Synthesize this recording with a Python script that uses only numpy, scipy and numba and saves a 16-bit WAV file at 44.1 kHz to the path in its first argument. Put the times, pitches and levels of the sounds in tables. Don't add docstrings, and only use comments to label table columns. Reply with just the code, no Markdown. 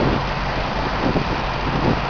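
import sys
import numpy as np
from scipy import signal
from scipy.fft import rfft, irfft, next_fast_len
from scipy.io import wavfile
from scipy.ndimage import uniform_filter1d
from numba import njit

SR = 44100
rng = np.random.default_rng(int(sys.argv[2]) if len(sys.argv) > 2 else 0)


def wav_out(sig):
    wavfile.write(sys.argv[1], SR, np.round(np.clip(np.atleast_2d(sig).T, -1, 1) * 32767).astype(np.int16))


def natural_amplitude(level_db):
    exponent = np.asarray(level_db, float) / 20
    return 10 ** exponent


N = 92433


def level(x, db):
    return x * natural_amplitude(db) / np.sqrt(np.mean(x ** 2))


@njit
def svf(x, hz, k):
    low, band = np.empty(len(x)), np.empty(len(x))
    b, l = 0., 0.
    for i in range(len(x)):
        g = np.tan(np.pi * hz[i] / SR)
        v = (b + g * (x[i] - l)) / (1 + g * (g + k))
        low[i], band[i] = l + g * v, k * v
        b, l = 2 * v - b, l + 2 * g * v
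    return low, band


def walk(rate):
    hold = int(SR / rate)
    steps = np.repeat(rng.standard_normal(N // hold + 1), hold)
    return 1.2 * uniform_filter1d(uniform_filter1d(steps, hold), hold)[:N]


def band(hz, width):
    return svf(rng.standard_normal(N), np.full(N, 1. * hz), width / hz)[1]


def line(hz, width):
    drift = hz + width * walk(9)
    swell_db = 3.5 * walk(6.5)
    return np.cos(2 * np.pi * np.cumsum(drift) / SR) * natural_amplitude(swell_db)


# middle [t/s], length [t/s], level [level/dB], pitch centre [f/Hz]
WIND_PUFFS = [(.01, 0.047, -29, 465), (0.061, 0.25, -22.5, 260), (0.15, 0.07, -24.5, 190),
              (0.314, 0.011, -37, 170), (0.587, 0.022, -31, 282), (0.812, 0.028, -30.5, 141),
              (0.866, 0.036, -26.5, 296), (0.999, 0.091, -29, 166), (1.068, 0.1, -24, 283),
              (1.176, 0.088, -24.5, 192), (1.325, 0.068, -27, 260), (1.397, 0.076, -28.5, 197),
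              (1.679, 0.039, -24.5, 201), (1.762, 0.097, -24, 201), (1.831, 0.034, -22.5, 130),
              (1.887, 0.11, -21.5, 327), (1.98, 0.028, -25, 159), (2.038, 0.051, -33, 164)]


def wind_puffs():
    breeze_db, edge = -41, 3.5
    eddies_per_s, eddy_spread_db = 900, 1.5
    t, rows = np.arange(N) / SR, np.array(WIND_PUFFS)
    middle, length, puff_db = rows[:, :1], rows[:, 1:2], rows[:, 2:3]
    puffs = np.exp(-np.abs(2 * (t - middle) / length) ** edge) * natural_amplitude(puff_db)
    gust = np.sqrt((puffs ** 2).sum(0) + natural_amplitude(breeze_db) ** 2)
    hz = np.interp(t, rows[:, 0], rows[:, 3])

    draw = rng.random((3, N))
    hits = draw[0] < eddies_per_s / SR
    push = np.sign(draw[1] - .55)
    eddies = hits * push * natural_amplitude(-eddy_spread_db * np.log(draw[2] + 0.011))
    knock = svf(eddies - eddies.mean(), hz, 1.4)[1]
    knock = svf(knock, 2.53 * hz, 1.9)[0]
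    knock = knock / np.sqrt(uniform_filter1d(knock ** 2, int(0.022 * SR)) + 1e-12)
    return gust * knock


# time [t/s], peak [level/dB], width [ms]
HARD_EDDIES = [(.0014, -13.5, 0.85), (.0083, -13.5, 0.65), (0.0153, -14, 1.24), (0.0204, -14, 1.26),
               (0.0238, -16, 1.0), (0.0323, -9, 1.6), (0.0454, -14, 1.8), (0.0536, -12.5, 1.24),
               (0.06, -10, 1.3), (0.0685, -15, 2.9), (0.0752, -9.5, 1.2), (0.0823, -13, 2.0),
               (.0914, -12, 0.7), (0.1067, -15, 3.3), (0.1297, -11, 1.6), (0.1493, -18, 1.9),
               (0.1636, -17.5, 1.1), (0.5774, -17, 1.4), (0.8339, -14.5, 1.74), (.869, -11.5, 1.6),
               (1.0453, -11, 0.57), (1.0546, -13, 1.1), (1.0589, -12.5, 0.78), (1.0621, -13, 1.08),
               (1.0656, -12, 1.16), (1.0693, -11, 1.14), (1.077, -14.5, 0.96), (1.0884, -10, .8),
               (1.094, -10.5, 1.5), (1.1022, -14, 1.2), (1.107, -11.5, 1.64), (1.1587, -11, 1.57),
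               (1.1657, -5, 0.75), (1.1706, -7, 0.81), (1.1768, -8.5, 1.84), (1.1816, -10, 1.5),
               (1.1942, -15.5, 1.94), (1.2163, -13.5, 1.8), (1.3298, -14.5, 1.26), (1.7541, -15, 1.55),
               (1.7908, -18, 1.8), (1.8428, -10.5, 1.5), (1.852, -9, 2.1), (1.8572, -11, 1.2),
               (1.8628, -7.5, 0.65), (1.8742, -9, 0.62), (1.878, -12, 1.1), (1.8819, -7, 1.85),
               (1.8907, -10, 1.5), (1.8946, -17, 0.99), (1.8989, -13, 1.53), (1.904, -14.5, 1.5),
               (1.909, -10.5, .95), (1.9167, -11, 2.9), (1.923, -16, 2.3), (1.9335, -7.5, 0.55)]


def wind_snaps():
    spread, rebound, reach_s = 0.59, 0.77, .012
    t, snaps = np.arange(N) / SR, np.zeros(N)
    for at, db, ms in HARD_EDDIES:
        near = slice(max(int((at - reach_s) * SR), 0), int((at + reach_s) * SR))
        u = ((t[near] - at) / (spread * ms / 1000)) ** 2
        snaps[near] += natural_amplitude(db) * (1 - rebound * u) * np.exp(-u / 2)
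    return -snaps


def wind():
    rumble = level(band(7.9, 11), -37.5)
    return wind_puffs() + wind_snaps() + rumble


# [f/Hz], level per Hz of width [level/dB]
FAN_ROAR = [(25, -7.5), (110, -4.5), (330, -13), (900, -6), (1500, -15), (2100, -20), (2600, -19.5),
            (3600, -28)]
# [f/Hz], width [f/Hz], [level/dB]
HOOD_RINGS = [
    (2533, 470, -41.5),
    (4650, 250, -47.5),
    (1858, 250, -41),
]


def roar():
    shared_db, flicker_db = .4, 1.63
    out, flutter, table = 0, walk(13.88), np.array(FAN_ROAR)
    for hz in 25 * 2 ** (np.arange(25) / 3):
        db = np.interp(np.log(hz), np.log(table[:, 0]), table[:, 1])
        db = db + 10 * np.log10(hz)
        ring = svf(band(hz, hz / 3), np.full(N, hz), 1 / 3)[1]
        out = out + level(ring, db) * natural_amplitude(shared_db * flutter + flicker_db * walk(10.94))
    out = level(out, -24.5)
    for hz, width, db in HOOD_RINGS:
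        out = out + level(band(hz, width), db)
    return out


# [t/s], [level/dB]
LOAD_ON_PUMP = [(0, -34.5), (.15, -34.5), (.3, -41), (.72, -40), (.8, -31.5), (.9, -36.5), (1.05, -31.5),
                (1.2, -47), (1.33, -29.5), (1.42, -39), (1.6, -39.5), (1.75, -46), (1.85, -34), (2.0, -39),
                (2.09, -42.5)]


def pump():
    whine_hz, waver_hz = 882, 3.44
    load = np.array(LOAD_ON_PUMP)
    load_db = np.interp(np.arange(N) / SR, load[:, 0], load[:, 1])
    hz = whine_hz + waver_hz * walk(7.53)
    return np.sqrt(2) * np.cos(2 * np.pi * np.cumsum(hz) / SR) * natural_amplitude(load_db)


WHINE_PITCHES = [753, 800, 944, 996, 1050, 1253, 1401, 1510, 1609, 1735, 1901, 2396]
WHINE_LEVELS = [-42, -52.5, -41, -41, -44.5, -50, -47.5, -50, -52, -51.5, -49, -48]


def whine():
    return sum(level(line(hz, .006 * hz), db) for hz, db in zip(WHINE_PITCHES, WHINE_LEVELS))


FIRING_HZ = 45.25
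CYLINDER_TICKS = [0, -13, -1.5, -5, -4.5, -1]
# [f/Hz], width [f/Hz], [level/dB]
VALVE_RINGS = [
    (2690, 1300, -47),
    (5030, 1700, -44.5),
]


def ticks():
    decay_s, late, scatter_db = 0.0043, 0.55, 2
    shot = np.arange(int(N / SR * FIRING_HZ) - 1)
    chance = np.tanh(rng.standard_normal((2, len(shot))))
    at = ((shot + 1 + late * chance[0]) / FIRING_HZ * SR).astype(int)
    gate = np.zeros(N)
    gate[at] = natural_amplitude(np.array(CYLINDER_TICKS)[shot % 6] + scatter_db * chance[1])
    gate = signal.lfilter([1], [1, -np.exp(-1 / (decay_s * SR))], gate)
    return sum(level(gate * band(hz, width), db) for hz, width, db in VALVE_RINGS)


# multiple of the firing rate, [level/dB]
EXHAUST_HUM = [
    (1, -31),
    (2, -59),
    (3, -34.5),
    (4.04, -41.5),
    (5, -47.5),
]


def exhaust():
    wobble = .0012
    t = np.arange(N) / SR - .1
    turns = FIRING_HZ * t + np.cumsum(FIRING_HZ * wobble * walk(3.5)) / SR
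    hum = level(np.cos(2 * np.pi * 51.05 * t), -37)
    for multiple, db in EXHAUST_HUM:
        tone = np.cos(2 * np.pi * multiple * turns)
        hum = hum + level(tone, db) * natural_amplitude(0.27 * walk(4.4))
    return hum


def engine():
    return pump() + whine() + ticks() + exhaust()


def scene():
    return (wind() + roar() + engine())[None, :]


def low_pass(x):
    return signal.sosfilt(signal.butter(12, 7000, fs=SR, output="sos"), x)


def record(dry):
    mic_hz, alias_db_per_khz, step_noise_db, step_s = 6830, 22, -10.5, 0.00033
    slow = signal.resample_poly(np.tanh(dry[0]), up=1, down=4)
    step = uniform_filter1d(np.abs(np.diff(slow, prepend=0)), 1 + int(step_s * SR / 4))
    noisy = slow + natural_amplitude(step_noise_db) * step * rng.standard_normal(len(slow))
    size = next_fast_len(N + 4096)
    held = np.zeros(size)
    held[:4 * len(slow):4] = 4 * noisy
    hz = np.fft.rfftfreq(size, 1 / SR)
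    mirror_loss = 1 + natural_amplitude(alias_db_per_khz * (hz - SR / 8) / 1000)
    gain = 1 / mirror_loss / (1 + (hz / mic_hz) ** 40)
    mix = irfft(rfft(held) * gain, size)[None, :N]
    return low_pass(mix)


dry = scene()
out = record(dry)
wav_out(out)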